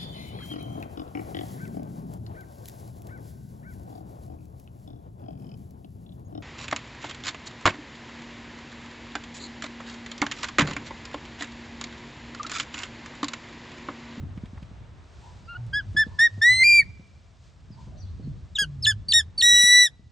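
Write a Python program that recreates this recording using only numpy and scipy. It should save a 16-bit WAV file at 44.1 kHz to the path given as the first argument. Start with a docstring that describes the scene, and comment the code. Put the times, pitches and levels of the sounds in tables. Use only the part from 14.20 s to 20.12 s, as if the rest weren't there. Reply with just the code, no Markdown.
"""An open field: a young eagle on a perch calls twice, close to a hand-held camera.
First a rising run of whistles, head turned aside, the last one breaking upward; then, facing the camera,
four brighter yelps, each led by a falling squeak. The voice is a gliding tone with overtones and some air.
Fingers rub and bump the camera (shaped noise, thuds) over low humming glides; leaves rustle, twigs and beak
tick (noise bands). Far off a dog yaps (blurred resonances); short high chirps glide, most from a small bird."""
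import sys
import numpy as np
from scipy import signal
from scipy.fft import rfft, irfft, next_fast_len
from scipy.io import wavfile
from scipy.ndimage import map_coordinates

SR = 44100
rng = np.random.default_rng(int(sys.argv[2]) if len(sys.argv) > 2 else 0)


def bounce(signal):
    """Save signal as a 16-bit WAV file at the path given by the first command-line argument."""
    frames = np.transpose(np.atleast_2d(signal))
    limited = np.clip(frames, -1, 1)
    pcm = np.round(limited * 32767).astype(np.int16)
    wavfile.write(sys.argv[1], SR, pcm)


N = 260939

# spells in which the fingers shift on the camera: centre_s, half_width_s, rise_db over a still grip
FINGER_SHIFTS = [(0, 0.15, 9), (.3, .75, 10.5), (1.68, 0.44, 15), (2.6, 0.31, 10.5), (3.72, 0.3, 12.5),
                 (4.1, 0.16, 12.5), (4.75, 0.54, 13), (5.34, 0.088, 8)]
# colour of the handling rumble: freq_hz, relative_db
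RUMBLE_COLOUR = [(20, -27), (35, -9), (55, 3.5), (95, 3.5), (145, -4.5), (240, -15), (450, -29), (800, -49),
                 (1300, -120)]
# fingers bump the camera: start_s, thud_db, knock_db relative to the thud (both before the bump trims)
FINGER_BUMPS = [(0.033, -29, -23), (0.175, -27.5, -20), (0.235, -25, -43), (0.331, -33, -30),
                (0.423, -33, -17), (0.513, -35, -19), (1.747, -29.5, -13.5), (1.866, -28, -18.5),
                (2.177, -31.5, -18), (2.796, -38, -19), (3.503, -34, -24), (3.669, -37.5, -13),
                (3.996, -31, -16.5), (4.074, -23.5, -39), (4.417, -30, -9), (5.331, -35, -21),
                (5.436, -30, -16), (5.794, -43, -22.5)]
# low humming glides: start_s, length_s, start_hz, end_hz, level_db
LOW_GLIDES = [(1.37, .13, 124.2, 108, -35), (1.64, 0.093, 100, 98.4, -34.5), (2.11, 0.11, 97.7, 103.3, -36),
              (2.3, 0.08, 122.4, 97, -37), (3.78, 0.16, 104.4, 82.1, -38), (4.04, 0.081, 139, 145.5, -32.5),
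              (4.43, 0.29, 159.5, 109.3, -37), (4.65, 0.18, 106.3, 100.1, -34), (4.95, 0.12, 82, 78.2, -39)]
# the foliage's soft stir, before its trim: time_s, level_db
STIR_LEVEL = [(0.0, -60), (1.47, -62), (3.1, -68.5), (3.91, -65.5), (4.94, -68.5), (5.39, -63), (5.92, -76)]
# colour of the soft stir: freq_hz, relative_db
STIR_COLOUR = [(180, -31), (300, -4.5), (527, -6.5), (676, -4.5), (796, -9), (877, -7.5), (1490, -11),
               (4000, -22.5), (5200, -45), (8800, -120)]
# puffs of air in the leaves: centre_s, half_width_s, rise_db over calm
AIR_PUFFS = [(.32, 0.38, 6), (1.06, 0.21, 8.5), (2.1, 0.89, 9.5), (3.27, 0.051, 5), (3.63, 0.056, 6.5),
             (4.2, 0.92, 4.5)]
# colour of the leaves' hiss: freq_hz, relative_db
HISS_COLOUR = [(1200, -12.5), (2500, -1.5), (4500, 0), (6500, -3.5), (8300, -8.5), (9500, -29),
               (12000, -30.5)]
# dry ticks, low ones from twigs and leaves, the two high ones clicks of the beak:
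# start_s, level_db, centre_hz
DRY_TICKS = [(.175, -43.5, 1450), (.257, -49, 2280), (0.376, -44, 1060), (.427, -49, 2640),
             (1.465, -60, 5460), (1.731, -61, 5000)]
# a dog yaps a long way off, before the distant mix: centre_s, level_db, centre_hz
DOG_YAPS = [(1.06, -53, 893), (1.36, -55, 800), (1.92, -57, 963), (2.3, -55.5, 914), (3.58, -55, 941),
            (3.75, -55, 662)]
# short high gliding chirps, the first the eagle's own thin squeak, the rest a far small bird,
# before the distant mix: start_s, length_s, start_hz, end_hz, level_db
HIGH_CHIRPS = [(1.24, .045, 5500, 4250, -67), (1.85, 0.02, 4930, 3590, -62.5),
               (1.935, .03, 4900, 4200, -68), (3.51, 0.025, 5300, 4400, -60.5),
               (3.76, 0.021, 3700, 4900, -65), (3.775, 0.028, 6000, 5900, -58),
               (3.805, 0.029, 4900, 4000, -57.5), (3.85, 0.051, 3200, 4600, -66),
               (4.024, 0.021, 4700, 4150, -62)]
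# the rising run: start_s, length_s, pitch_hz, climb_hz_per_s, scoop_from_below_hz, final_fall_hz,
# fundamental_db, overtones_db
WHISTLE_NOTES = [(1.283, 0.066, 1430, 1, 87, 106, -39, -49), (1.349, 0.022, 1462, 1, 31, 16.5, -36, -49),
                 (1.533, 0.08, 1823, -0.5, 237, 329, -18.5, -31.5),
                 (1.767, .072, 1856, 0, 172, 200, -13, -27), (1.99, 0.087, 2050, 1, 326, 200, -6.3, -24),
                 (2.217, .219, 2040, 252.5, 290, 0, -8, -25),
                 (2.437, 0.18, 2392, -141, 54, 206, -13.5, -22),
                 (2.619, .012, 1896, -1.5, 10, 39.5, -30, -55)]
# the yelps: the same columns as the rising run
YELP_NOTES = [(4.385, 0.064, 1687, -2, 46, 285, -22, -21),
              (4.666, 0.06, 1848, -2.5, 130.9, 385, -16, -15.5),
              (4.934, .08, 1896, -2, 92.96, 285, -21.5, -14.3), (5.223, 0.46, 1921, 131, 62, 375, -21, -15)]
# the thin squeak that falls into each yelp:
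# start_s, length_s, start_hz, lateness of the fall (a power), level_db before the beak's resonance
SQUEAK_NOTES = [(4.355, 0.028, 3875, 1.08, -25.5), (4.626, 0.039, 5300, 1.34, -18),
                (4.886, .044, 4697, 5, -16), (5.179, .042, 4510, 4.6, -17)]
# throat and beak heard from the side, weighting the overtones: freq_hz, relative_db
THROAT_ASIDE = [(2800, 2), (4800, 0.5), (5400, 2.5), (5700, -6), (6150, -15.5), (7100, -14), (8200, -12),
                (8900, -11.5), (9500, -13), (10300, -25), (11300, -38.5), (11900, -27.5), (12400, -44)]
# throat and beak heard from the front: freq_hz, relative_db
THROAT_FACING = [(3900, -1), (4950, -7.5), (5600, -6.5), (6600, -11), (7400, -10.5), (8250, -20.5),
                 (9300, -12), (9800, -11), (10500, -22.5), (11200, -23.5), (11700, -32), (12300, -41)]
# a note still under its pitch is softer: fundamental_db_per_hz, overtones_db_per_hz
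SCOOP_SOFTENING = (0.0384, 0.008)
# a note fades as it falls: fundamental_db_per_hz, overtones_db_per_hz
FALL_FADING = (0.0673, 0.07)
# the fundamental alone dips or swells within a note: centre_s, half_width_s, change_db
FUNDAMENTAL_SWELLS = [(2.368, 0.052, -16), (2.598, 0.014, 6), (5.0, .012, 5.5), (5.56, .08, 5.5)]
# the voice roughens under strain: centre_s, half_width_s, flutter_depth
VOICE_STRAINS = [(2.002, .01, 0.02), (2.325, .028, 0.01), (2.434, .018, 0.03)]
# held notes gain lines halfway between their harmonics: centre_s, half_width_s, strength
HALFWAY_SPELLS = [(2.325, 0.038, 1.9), (2.56, .055, 1.3), (5.5, 0.2, 1.01)]
# decay of the far echo: freq_hz, t60_s
FIELD_DECAY = [(500, .5), (2300, 1), (5000, 0.62), (11000, 0.26)]
# phase by which the left microphone port leads: freq_hz, lead_rad
PORT_LEAD = [(2200, 0), (3300, .65), (4800, .45), (6600, .05), (7800, .5), (8800, -.6), (9400, -2),
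             (9900, -2.7), (10400, -3.5), (11700, -6)]

GRIP_DB, CALM_DB = -54, -73.5  # handling with a still grip; leaf hiss in calm air
SCOOP_HZ_PER_S, FALL_S = 5000, 0.016  # initial speed of the scoop; time constant of the final fall
# onset time constant of a note whose overtones are at LOUD_DB; it doubles for each SLOWER_PER_DB softer
BUILD_S, LOUD_DB, SLOWER_PER_DB = 0.0008, -14, 15
SQUEAK_BUILD_S, SQUEAK_END_HZ = 0.00088, 2663  # onset time constant; pitch where the full voice catches
BEAK_HZ, BEAK_WIDTH_HZ = 3680, 356  # the resonance a squeak slides through; its half width
TOP_HZ = 12500  # the camera's band limit


def amp(db):
    """Decibels to gain."""
    return 10 ** (np.asarray(db) / 20)


def unit(x):
    """x at rms 1."""
    return x / np.sqrt(np.mean(x ** 2) + 1e-20)


def along(points, hz):
    """Read a curve of (Hz, value) points on a log frequency axis."""
    freqs, values = np.transpose(points)
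    return np.interp(np.log(hz + 1), np.log(freqs + 1), values)


def swells(rows, t):
    """Summed bell-shaped rises and dips at times t."""
    return sum(height * np.exp(-((t - s) / width) ** 2) for s, width, height in rows)


def wobble(rate, size=N):
    """A smooth random curve, rate knots a second."""
    knots = rng.standard_normal(int(N * rate / SR) + 4)
    return map_coordinates(knots, [np.arange(size) * rate / SR])


def filtered(x, response):
    """Shape x by a response given as a function of frequency."""
    m = next_fast_len(N + SR // 4)
    return irfft(rfft(x, m) * response(np.fft.rfftfreq(m, 1 / SR)), m)[..., :N]


def add(track, s, x):
    """Mix x into the track from time s."""
    part = track[max(round(s * SR), 0):][:len(x)]
    part += x[:len(part)]


def rush(spectrum, side_db):
    """Coloured stereo noise of rms 1."""
    mid, side = filtered(rng.standard_normal((2, N)), lambda hz: amp(along(spectrum, hz)))
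    side = amp(side_db) * side
    return unit(np.array([mid + side, mid - side]))


def glides(rows, octave_db, waver):
    """Short swelling tones that slide from one pitch to another, with a faint octave."""
    out = np.zeros(N)
    for s, length, start_hz, end_hz, db in rows:
        u = np.linspace(0, 1, round(length * SR))
        pitch = (start_hz + (end_hz - start_hz) * u) * (1 + waver * wobble(69, len(u)))
        phase = 2 * np.pi * np.cumsum(pitch) / SR
        swell = np.sqrt(2 * np.abs(np.sin(np.pi * u)))
        add(out, s, amp(db) * swell * (np.sin(phase) + amp(octave_db) * np.sin(2 * phase)))
    return out


def bumps(thud_hz, thud_t60, thud_db, knock_db):
    """Each soft bump rocks the case for a few cycles and adds a short hollow knock, stronger in hard bumps."""
    out, t = np.zeros(N), np.arange(SR // 8) / SR
    band = signal.butter(2, [200, 520], "band", fs=SR, output="sos")
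    for s, db, hard_db in FINGER_BUMPS:
        hz = thud_hz * np.exp(.08 * rng.standard_normal())  # each bump lands a little off
        rocking = np.sin(2 * np.pi * hz * t) - 0.59 * np.sin(2 * np.pi * .62 * hz * t)
        thud = rocking * amp(-60 * t / thud_t60) * (1 - np.exp(-t / 0.0012))
        knock = signal.sosfilt(band, amp(-60 * t / 0.088) * rng.standard_normal(len(t)))
        add(out, s, amp(db + thud_db) * thud / np.abs(thud).max())
        add(out, s, amp(db + hard_db + knock_db) * knock / np.abs(knock).max())
    return out


def handling():
    """Rumble and bumps reach both microphones through the case."""
    shift_db = GRIP_DB + swells(FINGER_SHIFTS, np.arange(N) / SR)
    rumble = amp(shift_db) * amp(1.8 * wobble(25)) * rush(RUMBLE_COLOUR, side_db=-8.0)
    return rumble + bumps(thud_hz=191, thud_t60=0.027, thud_db=-0.5, knock_db=3)


def foliage():
    """Leaves stir: a soft body of sound and a grainy hiss that swells with puffs of air."""
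    t = np.arange(N) / SR
    stir_db = np.interp(t, *np.transpose(STIR_LEVEL)) + 3
    hiss_db = CALM_DB + swells(AIR_PUFFS, t)
    body = amp(stir_db + 0.62 * wobble(27)) * rush(STIR_COLOUR, side_db=-6.0)
    return body + amp(hiss_db + 0.54 * wobble(150)) * rush(HISS_COLOUR, side_db=-16.5)


def ticks(t60):
    """Dry ticks of twigs, leaves and beak, each a broad burst of noise round its own pitch."""
    out, t = np.zeros(N), np.arange(SR // 20) / SR
    for s, db, hz in DRY_TICKS:
        band = signal.butter(2, [hz / 1.7, hz * 1.51], "band", fs=SR)
        burst = unit(signal.lfilter(*band, rng.standard_normal(len(t))))
        add(out, s, amp(db - 60 * t / t60) * burst)
    return out


def yaps(blur_rate, half_width_s):
    """Distance leaves only the main resonance of each yap, blurred."""
    out, t = np.zeros(N), np.arange(N) / SR
    blur = unit(wobble(blur_rate)) + 1j * unit(wobble(blur_rate))
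    for s, db, hz in DOG_YAPS:
        swell = np.exp(-((t - s) / half_width_s) ** 2)
        out += amp(db) * swell * np.real(blur * np.exp(2j * np.pi * hz * t))
    return out


def chirps():
    """Short high chirps are nearly pure gliding tones: first the eagle's thin squeak, then a far small bird."""
    return glides(HIGH_CHIRPS, octave_db=-38.0, waver=0.024)


def low_hums():
    """Low humming glides swell and slide a little in pitch."""
    return glides(LOW_GLIDES, octave_db=-25.5, waver=.025)


def gated(s, length, edge, lead):
    """Times and soft-edged gate of one note."""
    start, end = s - edge - lead, s + length + edge
    t = np.arange(round(start * SR), round(end * SR)) / SR
    ramp = np.clip(np.minimum(t - start, end - t) / (2 * edge), 0, 1)
    return t, np.sin(np.pi / 2 * ramp) ** 2


def soft_onset(s, build_s, t):
    """Level in dB of a soft onset around time s."""
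    return -20 * np.log10(1 + np.exp((s - t) / build_s))


def voicing(note, jitter):
    """A note builds up, scoops to its pitch, holds and falls away; the further under pitch, the softer it is."""
    s, length, hz, climb, scoop_hz, fall_hz, base_db, over_db = note
    t, gate = gated(s, length, edge=0.0018, lead=0.0091)
    age, left = np.maximum(t - s, 0), np.maximum(s + length - t, 0)
    scoop = scoop_hz * np.exp(-age * SCOOP_HZ_PER_S / max(scoop_hz, 1))
    fall = fall_hz * np.exp(-left / FALL_S)
    pitch = (hz + climb * age - scoop - fall) * (1 + jitter * wobble(170, len(t)))
    phase = 2 * np.pi * np.cumsum(pitch) / SR
    # soft notes build up more slowly
    build_db = soft_onset(s, BUILD_S * 2 ** ((LOUD_DB - over_db) / SLOWER_PER_DB), t)
    # the overtones arrive just after the fundamental
    tops = base_db + build_db + swells(FUNDAMENTAL_SWELLS, t), over_db + 2 * build_db
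    levels = [db - soft * scoop - fade * fall
              for db, soft, fade in zip(tops, SCOOP_SOFTENING, FALL_FADING)]
    return t, gate, phase, pitch, levels


def overtone_weights(throat, pitch, over_db, k):
    """Throat and beak share the overtone level among harmonics k, each of which wavers."""
    # soft notes are purer: their upper overtones drop away
    weights = amp(along(throat, k * pitch) - 0.56 * (k - 2) * np.maximum(-25.5 - over_db, 0))
    waver_db = 0.64 * np.array([wobble(90, pitch.size) for _ in k])
    return weights / np.linalg.norm(weights, axis=0) * amp(over_db + waver_db)


def halfway_lines(phase):
    """Every other cycle grows a little, giving faint unsteady lines halfway between harmonics."""
    lines = 0
    for order, db in [(3 / 2, -6), (5 / 2, -14), (7 / 2, 0)]:
        level = amp(db + 6 * wobble(18, len(phase)))
        lines = lines + level * np.sin(order * phase + .5 * wobble(160, len(phase)))
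    return lines


def throat_air(hiss_hz, t):
    """Air turbulence sings faintly in narrow bands of the throat."""
    return sum(wobble(220, len(t)) * amp(4 * wobble(16, len(t))) * np.sin(2 * np.pi * hz * t)
               for hz in hiss_hz)


def call(notes, throat, hiss_hz, jitter, onset_rasp, half_db, air_db):
    """The syrinx whistles; throat and beak weight its overtones."""
    out, k = np.zeros(N), np.arange(2, 8)[:, None]  # harmonic numbers
    for note in notes:
        t, gate, phase, pitch, (base_db, over_db) = voicing(note, jitter)
        weights = overtone_weights(throat, pitch, over_db, k)
        # the membranes flutter until the note settles
        age = np.maximum(t - note[0], 0)
        rasp = onset_rasp * np.exp(-age / 0.012) + swells(VOICE_STRAINS, t)
        phase = phase + rasp * wobble(1400, len(t))
        tone = amp(base_db) * np.sin(phase) + np.sum(weights * np.sin(k * phase), axis=0)
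        half = swells(HALFWAY_SPELLS, t) * amp(half_db) * halfway_lines(phase)
        draught = np.minimum(age / 0.077, 1) * np.exp(-age / 0.67)
        air = draught * amp(air_db) * throat_air(hiss_hz, t)
        flutter = 1 + 0.38 * rasp * wobble(1500, len(t))
        add(out, t[0], np.sqrt(2) * gate * (tone + amp(over_db) * (half + air)) * flutter)
    return out


def squeaks(jitter, octave_db, rasp):
    """A high, slightly hoarse whistle slides down through the beak's resonance until the full voice catches."""
    out = np.zeros(N)
    for s, length, hz, lateness, peak_db in SQUEAK_NOTES:
        t, gate = gated(s, length, edge=0.0013, lead=0.0079)
        pitch = hz + (SQUEAK_END_HZ - hz) * np.clip((t - s) / length, 0, 1) ** lateness
        phase = 2 * np.pi * np.cumsum(pitch * (1 + jitter * wobble(170, len(t)))) / SR
        beak_db = -10 * np.log10(1 + ((pitch - BEAK_HZ) / BEAK_WIDTH_HZ) ** 2)
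        level = amp(peak_db + soft_onset(s, SQUEAK_BUILD_S, t) + beak_db)
        octave_level = amp(octave_db + 1.7 * wobble(200, len(t)))
        octave = octave_level * np.sin(2 * phase + .5 * wobble(1000, len(t)))
        flutter = amp(1.5 * wobble(220, len(t))) * (1 + rasp * wobble(5000, len(t)))
        add(out, t[0], np.sqrt(2) * gate * level * flutter * (np.sin(phase) + octave))
    return out


def echo(x, far_db, near_db, near_t60):
    """Ground and bushes scatter the sound almost at once; far trees answer faintly."""
    hz, t, grid = signal.stft(rng.standard_normal((2, SR)), SR, nperseg=256)
    decay = amp(-60 * t / along(FIELD_DECAY, hz)[:, None])
    far = signal.istft(grid * decay, SR, nperseg=256)[1][:, :SR]
    near = rng.standard_normal((2, SR)) * amp(-60 * np.arange(SR) / SR / near_t60)
    far = amp(far_db) * far / np.linalg.norm(far[0])
    near = amp(near_db) * near / np.linalg.norm(near[0])
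    mid, side = far + near
    tail = np.array([mid + 0.5 * side, mid - 0.77 * side])
    delayed = np.pad(x, (SR // 200, 0))  # 5 ms
    return signal.fftconvolve(delayed[None], tail, axes=1)[:, :N]


def at_ports(x):
    """Sound from the front reaches the two ports equally loud but out of step."""
    sides = np.array([[1], [-1]]) / 2
    return filtered(x, lambda hz: np.exp(1j * sides * along(PORT_LEAD, hz)))


def scene():
    """The eagle in front, the field around it, the hand on the camera."""
    distant = yaps(blur_rate=240, half_width_s=0.038) + chirps()
    distant = 0.52 * distant + echo(distant, far_db=-9, near_db=-3.5, near_t60=.15)
    whistles = call(WHISTLE_NOTES, THROAT_ASIDE, hiss_hz=(4950, 5350), jitter=0.0029,
                    onset_rasp=0.055, half_db=-32, air_db=-41)
    yelps = call(YELP_NOTES, THROAT_FACING, hiss_hz=(2407, 3300, 6300, 8350), jitter=0.0017,
                 onset_rasp=0.054, half_db=-32.5, air_db=-38.5)
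    yelps = yelps + squeaks(jitter=0.019, octave_db=-17.5, rasp=0.048)
    # turned aside, the eagle sends more of its call into the trees
    field = echo(whistles, far_db=-41.0, near_db=-20.5, near_t60=0.1)
    field = field + echo(yelps, far_db=-51, near_db=-17.5, near_t60=0.063)
    surroundings = foliage() + ticks(t60=0.041) + distant + low_hums()
    return handling() + surroundings + at_ports(whistles + yelps) + field


def record(dry):
    """The camera keeps next to nothing above its band limit."""
    return filtered(dry, lambda hz: 1 / (1 + (hz / TOP_HZ) ** 80))


dry = scene()
out = record(dry)
bounce(out)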